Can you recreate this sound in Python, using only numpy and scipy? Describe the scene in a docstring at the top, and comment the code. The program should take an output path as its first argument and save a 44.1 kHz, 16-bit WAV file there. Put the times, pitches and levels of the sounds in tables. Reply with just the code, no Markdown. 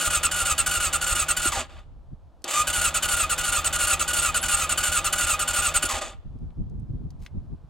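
"""On a quiet street an electric starter is already cranking a cold four-cylinder motorcycle engine.
Its gears whine and rasp through the engine case, sagging in pitch at each compression, while the valve
train churns and the exhaust puffs. At 1.5 s the gears run down and a gust bumps the microphone.
At 2.4 s the button clicks for a second try; the engine never fires, and near 5.9 s it runs down with
a last puff. The wind picks up over a few small clicks, a glove's brush and the murmur of far traffic."""
import sys
import numpy as np
from scipy import signal
from scipy.fft import rfft, irfft, next_fast_len
from scipy.io import wavfile

SR = 44100
rng = np.random.default_rng(int(sys.argv[2]) if len(sys.argv) > 2 else 0)


def store_pcm(level_fs):
    """Save levels as 16-bit WAV."""
    pcm = np.round(np.clip(level_fs, -1, 1) * 32767).astype(np.int16)
    wavfile.write(sys.argv[1], SR, np.atleast_2d(pcm).T)


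N = 339215
TIME = np.arange(N) / SR


def gain_of(db):
    """Decibels to a factor."""
    return 10 ** (np.asarray(db) / 20)

def unit_rms(x):
    """Scales to rms 1."""
    return x / np.sqrt(np.mean(x ** 2) + 1e-20)

def curve_at(points, hz):
    """Reads a breakpoint curve on a log-frequency axis."""
    point_hz, value = np.transpose(points)
    return np.interp(np.log(hz + 1), np.log(point_hz + 1), value)

def add(mix, start_s, sound):
    """Mixes a sound in; it may begin before time zero."""
    at = round(start_s * SR)
    sound = sound[max(-at, 0):]
    part = mix[max(at, 0):][:len(sound)]
    part += sound[:len(part)]

def shaped(x, eq):
    """Applies an EQ curve and scales to rms 1."""
    size = next_fast_len(N)
    gain = gain_of(curve_at(eq, np.fft.rfftfreq(size, 1 / SR)))
    return unit_rms(irfft(rfft(x, size) * gain, size)[..., :N])

def wander(hz):
    """Random modulation of rms 1, with hz new values a second."""
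    knots = rng.standard_normal(N // 16)
    return unit_rms(np.interp(TIME * hz, np.arange(len(knots)), knots))

def lagging(x, lag_s):
    """Builds up and dies away like a ringing part."""
    keep = np.exp(-1 / (lag_s * SR))
    return signal.lfilter([1 - keep], [1, -keep], x)

def swell(peak_s, length_s, level_db):
    """A bell-shaped rise and fall."""
    return gain_of(level_db) * np.exp(-2 * ((TIME - peak_s) / length_s) ** 2)

def held(hold_s, level_db, fade_db, attack_s=.006, release_db_per_s=800.5):
    """An envelope: attack, fading hold, release."""
    t = np.arange(0, hold_s + .3, 1 / SR)
    attack = np.sin(np.pi / 2 * np.minimum(t / attack_s, 1)) ** 2
    release_db = release_db_per_s * np.maximum(t - attack_s - hold_s, 0)
    return attack * gain_of(level_db - fade_db * np.minimum(t / hold_s, 1) - release_db)

def scatter(x, t60_s, lowpass_hz, order=1):
    """Diffuse reflections: a dulled noise tail, different left and right."""
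    t = np.arange(SR // 2) / SR
    tail = rng.standard_normal((2, len(t))) * gain_of(-60 * t / t60_s) * (t > .002)
    tail /= np.linalg.norm(tail, axis=1, keepdims=True)
    tail = signal.lfilter(*signal.butter(order, lowpass_hz, fs=SR), tail)
    return signal.oaconvolve(x[None], tail, axes=1)[:, :N]

# Phase between the two microphone ports: freq_hz, left_lead_rad
STEREO_PHASE = [(0, -1), (4650, 0.22), (5430, 1.24), (7670, 0.6), (8010, 0.6), (9130, 0.7), (9470, -2),
                (9990, 1.5), (12500, 0.3), (15200, 0.5), (15600, -1.5), (16400, 0.3)]
# Balance between the ports: freq_hz, left_over_right_db
STEREO_BALANCE = [(60, -0.29), (99, -0.5), (160, 0.0), (270, 0.0), (450, 0.0), (740, 0.0), (1220, 0.0),
                  (2010, 0.0), (3330, 0.0), (5500, 0.0), (9080, -1.5), (15000, 0.97)]
def street_space(x, frame_db=-9, width_db=-4, houses_db=-25):
    """Frame and ground scatter the sound at once, houses linger; it meets two ports at a slant."""
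    near = x + gain_of(frame_db) * scatter(x, t60_s=.062, lowpass_hz=3002)[0]
    size = next_fast_len(N)
    hz = np.fft.rfftfreq(size, 1 / SR)
    left = gain_of(curve_at(STEREO_BALANCE, hz) / 2) * np.exp(1j * curve_at(STEREO_PHASE, hz) / 2)
    pair = irfft(rfft(near, size) * np.array([left, 1 / left]), size)[:, :N]
    treble = np.diff(x, prepend=0) / 2
    width = gain_of(width_db) * scatter(treble, t60_s=.025, lowpass_hz=13000)
    houses = gain_of(houses_db) * scatter(x, t60_s=.9, lowpass_hz=4000, order=3)
    return pair + width + houses

# Dark tone of the traffic bed: freq_hz, gain_db
TRAFFIC_EQ = [(100, -3), (250, -0.5), (400, -5), (700, -3.5), (1000, -8.5), (1400, -15), (2000, -25.5),
              (3500, -25.5), (5500, -31), (10000, -38), (16000, -46.5)]
def traffic(level_db=-62, width=.45):
    """The even murmur of distant traffic."""
    air = rng.standard_normal(N) + width * rng.standard_normal((2, N))
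    return gain_of(level_db + .67 * wander(hz=3.7)) * shaped(air, TRAFFIC_EQ)

# Fader ride of the steady breeze: time_s, level_db
BREEZE_RIDE = [(1.7, -47), (2.05, -43.5), (2.2, -52), (2.45, -56), (2.7, -48), (6.2, -46.5), (6.32, -38.5),
               (6.5, -41.5), (7.02, -34), (7.2, -40), (7.69, -44)]
# Low thumps of air; gusts, except at 6.145 s, a last soft low puff from the exhaust as the engine stops:
# peak_s, length_s, level_db
THUMP_CUES = [(2.128, .022, -28), (6.145, 0.029, -40), (6.265, .025, -35), (6.36, .025, -35),
              (6.421, .045, -29.5), (6.604, .05, -31), (6.721, .08, -32.5), (6.817, 0.045, -33.5),
              (6.913, .04, -30.5), (7.0, .13, -34), (7.363, .035, -33), (7.444, .04, -37.5),
              (7.531, .04, -32), (7.655, .025, -37)]
# Tone of strong buffeting: freq_hz, gain_db
BUFFET_EQ = [(12, -37), (25, -4), (59, -1.5), (146, -5), (252, -13.5), (400, -27.5), (600, -41),
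             (1000, -59), (2000, -84)]
def air_buffets(trim_db=1.5, lumps_db=4, width=1.8):
    """Wind and the last exhaust puff buffet the ports; only stronger air reaches above a deep rumble."""
    shared, left, right = rng.standard_normal((3, N))
    air = shared + width * np.array([left, right])
    breeze = gain_of(np.interp(TIME, *np.transpose(BREEZE_RIDE)))
    level_db = 10 * np.log10(breeze ** 2 + sum(swell(*thump) ** 2 for thump in THUMP_CUES))
    strength = np.clip((level_db + 46) / 15, 0, 1)
    rumble = shaped(air, [(12, -29), (25, 3), (70, -2), (150, -16), (300, -38), (1000, -80)])
    buffet = strength * shaped(air, BUFFET_EQ) + (1 - strength) * rumble
    lumps = unit_rms(gain_of(lumps_db * wander(hz=35.38)))
    return buffet * lumps * gain_of(level_db + trim_db)

def glove():
    """A glove brushes the handlebar: a soft, grainy swish."""
    grain = gain_of(3 * wander(hz=203.2))
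    fabric = shaped(rng.standard_normal(N), [(300, -11), (2000, -1), (7000, -3), (16000, -15.5)])
    return swell(peak_s=7.24, length_s=.05, level_db=-64) * grain * fabric

# Relay and handlebar switch hits: start_s, level_db, centre_hz, t60_s
CLICK_CUES = [(1.456, -30, 300.2, .07), (2.42, -50, 5010, .015), (2.442, -21.5, 5200, .025),
              (2.443, -35, 325.6, 0.059), (5.838, -28.5, 300, 0.065), (6.388, -60, 5000, 0.014),
              (6.505, -58, 2000, 0.031), (6.698, -57, 5000, .015), (6.799, -58, 7000, 0.013),
              (7.105, -46, 5000, 0.015), (7.263, -33, 2400, 0.022)]
def switch_clicks(q=.86, trim_db=-4):
    """Contacts snap, each a fast-dying burst of band-passed noise."""
    out, t = np.zeros(N), np.arange(SR // 8) / SR
    for start_s, level_db, centre_hz, t60_s in CLICK_CUES:
        band = signal.iirpeak(centre_hz, q, SR)
        burst = signal.lfilter(*band, signal.lfilter(*band, rng.standard_normal(len(t))))
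        add(out, start_s, unit_rms(burst) * gain_of(level_db + trim_db - 60 * t / t60_s))
    return out

# Tiny high squeaks: start_s, length_s, pitch_hz, level_db
SQUEAK_CUES = [(3.603, .02, 14800, -47.5), (4.411, .017, 11000, -31.5)]
def bearing_squeaks():
    """A dry bearing sings for an instant on one pure tone."""
    out = np.zeros(N)
    for start_s, length_s, pitch_hz, level_db in SQUEAK_CUES:
        tone = np.sin(2 * np.pi * pitch_hz * np.arange(0, length_s, 1 / SR))
        add(out, start_s, gain_of(level_db) * tone * signal.windows.tukey(len(tone)))
    return out

# Starter button presses (coasting sheds two thirds of the speed in coast_s): on_s, off_s, coast_s
PRESSES = [(-.5, 1.503, .16), (2.44, 5.876, .205)]
def motor(spin_up_s=.035, engage_db=-13, engage_s=.11, coast_db=-2.5):
    """Each press spins the motor up, firms the drive and lets it coast; speed runs from 0 to 1."""
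    speed, drive, coasting = np.zeros((3, N))
    for on_s, off_s, coast_s in PRESSES:
        now = TIME >= on_s
        since_on, since_off = TIME[now] - on_s, np.maximum(TIME[now] - off_s, 0)
        speed[now] = (1 - np.exp(-since_on / spin_up_s)) * np.exp(-since_off / coast_s)
        firming_db = engage_db * np.maximum(1 - (since_on / engage_s) ** 6, 0)
        drive[now] = gain_of(np.where(since_off > 0, coast_db, firming_db))
        coasting[now] = since_off > 0
    return speed, drive, coasting

# Cranking rhythm, two crank turns a cycle; early_s rushes mainly the third compression: start_s, early_s
CYCLES = [(-.121, .011), (.229, .011), (.577, 0.0097), (0.926, 0.0037), (1.282, 0.005), (2.585, -.003),
          (2.94, 0.00069), (3.293, 0), (3.642, -0.0029), (3.992, 0.0015), (4.342, .001), (4.691, 0.0025),
          (5.041, 0.0033), (5.391, -0.00078), (5.739, 0)]
# One puff per cylinder in each cycle: offset_s, gain_db
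PUFF_PATTERN = [(.023, -2.5), (0.107, -2), (.198, 1.5), (.292, 0)]
# Boom of the exhaust pipe: pitch_hz, gain_db, t60_s
PIPE_MODES = [(30, -4, 0.11), (75, -3, 0.24), (99, -16, .08), (157, -18.5, 0.38)]
def exhaust(boom_db=-31, push_db=-33, push_s=.0046):
    """While the engine turns, each cylinder lets out a soft puff that sets the pipe booming."""
    t = np.arange(SR // 3) / SR - .02
    boom = sum(gain_of(db - 60 * abs(t) / t60_s) * np.cos(2 * np.pi * hz * t)
               for hz, db, t60_s in PIPE_MODES)
    onset = (1 + np.tanh(t / .0038)) / 2
    puff = gain_of(boom_db) * boom * onset + gain_of(push_db) * np.exp(-(t / push_s) ** 2)
    out = np.zeros(N)
    for start_s, _ in CYCLES:
        for offset_s, gain_db in PUFF_PATTERN:
            at_s = start_s + offset_s + t[0]
            if at_s > 0 and any(on < at_s < off + coast_s / 2 for on, off, coast_s in PRESSES):
                add(out, at_s, gain_of(gain_db + rng.normal(0, 1)) * puff)
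    return out

# Metallic colour of the case: centre_hz, width_hz, gain_db
CASE_RESONANCES = [(603, 78, 7.5), (710, 91, -7), (789, 54, 8.5), (914, 40, 4), (1218, 101, 9.5),
                   (1414, 93, 6.5), (1546, 120, -2.5), (1790, 80, 4.5), (2498, 41, 8), (2720, 80, 4.5),
                   (3014, 63, 6), (3510, 150, 6), (3700, 38, 3), (4610, 140, 7.5), (6940, 94, 6),
                   (6460, 28, 5), (7630, 56, 5), (7320, 80, 2), (8134, 250, 10), (8630, 82, 4),
                   (9340, 340, -9), (9690, 120, 8.5), (9920, 99, 7.5), (10200, 90, 5), (11230, 180, 3.5),
                   (15700, 180, 6)]
def engine_case(x, size=8192):
    """The cast case rings at its resonances after each excitation."""
    hz = abs(np.fft.fftfreq(size, 1 / SR))
    eq_db = sum(db / (1 + (2 * (hz - centre) / width) ** 2) for centre, width, db in CASE_RESONANCES)
    minimum_phase = np.exp(np.conj(signal.hilbert(np.log(gain_of(eq_db)))))
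    ring = np.fft.ifft(minimum_phase).real
    return signal.oaconvolve(x, ring[:size // 2])[:N]

# Long spins of the crank and short lurches as it stops: start_s, hold_s, level_db, fade_db
CRANK_CUES = [(-.5, 2.114, -37.5, 0.5), (1.55, .055, -40.5, 0), (1.691, .1, -51, 0.5),
              (2.443, 3.54, -37, 0), (5.935, .025, -40, 0), (6.01, .105, -35, 11)]
def crank_envelope():
    """Loudness of the turning engine."""
    level = np.zeros(N)
    for start_s, *shape in CRANK_CUES:
        add(level, start_s, held(*shape, release_db_per_s=370))
    return level

# Tone of the chain and valve train: freq_hz, gain_db
CHURN_EQ = [(60, -18.5), (200, -11), (240, 3.5), (290, -7.5), (350, -1.5), (420, -10.5), (500, 2.5),
            (1000, -1), (2000, -5), (3400, -4), (5000, -15.5), (8000, -21.5), (16000, -40)]
def valve_train(ticks_per_s=1600, trim_db=-3):
    """Cam chain links and tappets tick over the churn of oil."""
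    ticks = (rng.random(N) < ticks_per_s / SR) * rng.uniform(-1.96, 2.25, N)
    oil = rng.standard_normal(N)
    return gain_of(trim_db) * crank_envelope() * shaped(2.5 * ticks + .5 * oil, CHURN_EQ)

# The four compressions of a cycle (bend under 1 sags early, over 1 late):
# offset_s, attack_s, hold_s, load_db, fade_db, rebound_dip_db, pitch_hz, sag_hz, bend, early_share
STROKES = [(-.001, .006, .032, .8, 1, 0, 1493, 155, .6, 0), (.082, .007, .032, 1, 2.2, 5, 1511, 95, .6, .1),
           (.137, .01, .062, -1.9, -1.3, 1.5, 1490, 118, .8, 0.97),
           (.222, .011, .067, -1.2, -1, 2.5, 1447, 185, 1.7, .35)]
def compressions(free_run_s, recover_s):
    """Lays out the compressions that fall within a press, once the motor has had its free run."""
    cues = [(start_s + offset_s - early_s * share, *shape)
            for start_s, early_s in CYCLES for offset_s, *shape, share in STROKES]
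    return [cue for cue in cues
            if any(on + free_run_s < cue[0] < off - recover_s for on, off, _ in PRESSES)]

# Shoves on the gears while spinning up and running down: start_s, hold_s, load_db, fade_db
SHOVE_CUES = [(1.517, 0.089, 0, 7), (2.475, .014, -6, -0.5), (2.502, .014, -2.5, 0.5),
              (2.531, 0.084, -.5, 1), (5.887, 0.091, 0, 8), (6.009, .085, -7.5, 14)]
def gear_strain(free_hz=1235, free_run_s=.2, recover_s=.012, rebound_at_s=.028, rebound_s=.005):
    """Full-speed tooth rate and tooth load: each compression loads the teeth and drags the pitch."""
    load = gain_of(13) * crank_envelope()  # between compressions the load follows the crank
    pitch_points = [(s, free_hz) for on, off, _ in PRESSES
                    for s in (on, on + free_run_s, off + recover_s)]
    progress = np.linspace(0, 1, 10)
    for cue in compressions(free_run_s, recover_s):
        start_s, attack_s, hold_s, load_db, fade_db, dip_db, pitch_hz, sag_hz, bend = cue
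        louder, faster = rng.standard_normal(2)  # no two compressions are alike
        stroke = held(hold_s, load_db + .25 * louder, fade_db, attack_s)
        t = np.arange(len(stroke)) / SR
        rebound = np.exp(-((t - rebound_at_s) / rebound_s) ** 2)  # the teeth bounce apart once
        add(load, start_s, stroke * gain_of(-dip_db * rebound))
        sagging_hz = pitch_hz * (1 + .009 * faster) - sag_hz * progress ** bend
        times = start_s + attack_s + hold_s * progress
        pitch_points += [*zip(times, sagging_hz), (times[-1] + recover_s, sagging_hz[-1])]
    for start_s, *shape in SHOVE_CUES:
        add(load, start_s, held(*shape))
    tooth_hz = np.interp(TIME, *np.transpose(sorted(pitch_points)))
    return tooth_hz * (1 + .004 * wander(hz=59.8)), load

# Bright scrape of the teeth: freq_hz, gain_db
RASP_EQ = [(100, -31), (400, -13.5), (600, -5.5), (1000, -8.5), (1300, 0.5), (1900, -2.5), (2800, 1.5),
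           (4200, -3.5), (5300, -5.5), (7200, 4.5), (8600, -3.5), (9400, -5), (11500, -7), (14000, -15.5),
           (16000, -13)]
def gear_rasp(teeth, speed, grain_db=1.5, slow_lowpass_hz=10000):
    """Sliding teeth make noise that pulses once a tooth and loses its top as they slow."""
    pulses = .83 + np.exp(-(teeth % 1) / .3)
    grain = gain_of(grain_db * wander(hz=447.7))
    bright = shaped(pulses * grain * rng.standard_normal(N), RASP_EQ)
    dull = signal.filtfilt(*signal.butter(3, slow_lowpass_hz, fs=SR), bright)
    return dull + speed ** 2 * (bright - dull)

# Partials of the tooth rate: harmonic, gain_db
WHINE_PARTIALS = [(1, -4.5), (2, -7.5), (3, -14.5), (4, -18.5), (5, -6.5), (6, -4), (7, -8.5), (8, -16),
                  (9, -22.5), (10, -26.5), (11, -25.5)]
def gear_whine(teeth, shaft, contact, coasting, throb=.21, rough=.44, hardness=.24, ring_s=.002):
    """Meshing teeth whine, duller when coasting; the pinion's runout throbs once a shaft turn."""
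    whine = np.zeros(N)
    for harmonic, gain_db in WHINE_PARTIALS:
        runout = np.cos(2 * np.pi * (shaft + rng.random()))
        bite = rough * (wander(hz=300.5) + 1j * wander(hz=300.4))  # no two teeth bite alike
        # high partials need hard contact; low ones ring on in the case
        force = contact ** (1 + hardness * (harmonic - 1)) * gain_of(-.7 * (harmonic - 1) * coasting)
        envelope = lagging(force, ring_s / harmonic ** 1.9)
        tone = np.exp(2j * np.pi * (harmonic * teeth + rng.random()))
        whine += gain_of(gain_db) * envelope * ((1 + throb * runout + bite) * tone).real
    return whine

def starter(whine_db=-27.7, rasp_db=-29.2, hum_db=-45.5, jitter_teeth=.008, coast_play_teeth=.075):
    """The motor hums and drives gears that whine and rasp under load and rattle as they coast."""
    tooth_hz, load = gear_strain()
    speed, drive, coasting = motor()
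    load *= gain_of(.93 * wander(hz=70.07))
    rattle = (jitter_teeth + coast_play_teeth * coasting) * wander(hz=707.5)
    teeth = np.cumsum(tooth_hz * speed) / SR + rattle
    shaft = teeth / 9  # turns of a nine-tooth pinion
    whine = gain_of(whine_db) * gear_whine(teeth, shaft, drive * load, coasting)
    rasp = gain_of(rasp_db) * load * gear_rasp(teeth, speed)
    hum = gain_of(hum_db) * (drive * speed ** 2) ** 2 * np.sin(2 * np.pi * shaft)
    return whine + rasp + hum

def scene():
    """The motorcycle a few metres off, in the open street."""
    engine = engine_case(starter() + valve_train())
    bike = engine + exhaust() + switch_clicks() + bearing_squeaks() + glove()
    return street_space(bike) + air_buffets() + traffic()

def record(dry, low_cut_hz=18, high_cut_hz=16000):
    """The microphone sheds the deepest rumble and the very top."""
    thinned = signal.sosfilt(signal.butter(2, low_cut_hz, "high", fs=SR, output="sos"), dry)
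    high_cut = signal.firwin(511, high_cut_hz, window=("kaiser", 9), fs=SR)
    return signal.oaconvolve(thinned, high_cut[None], "same")


dry = scene()
out = record(dry)
store_pcm(out)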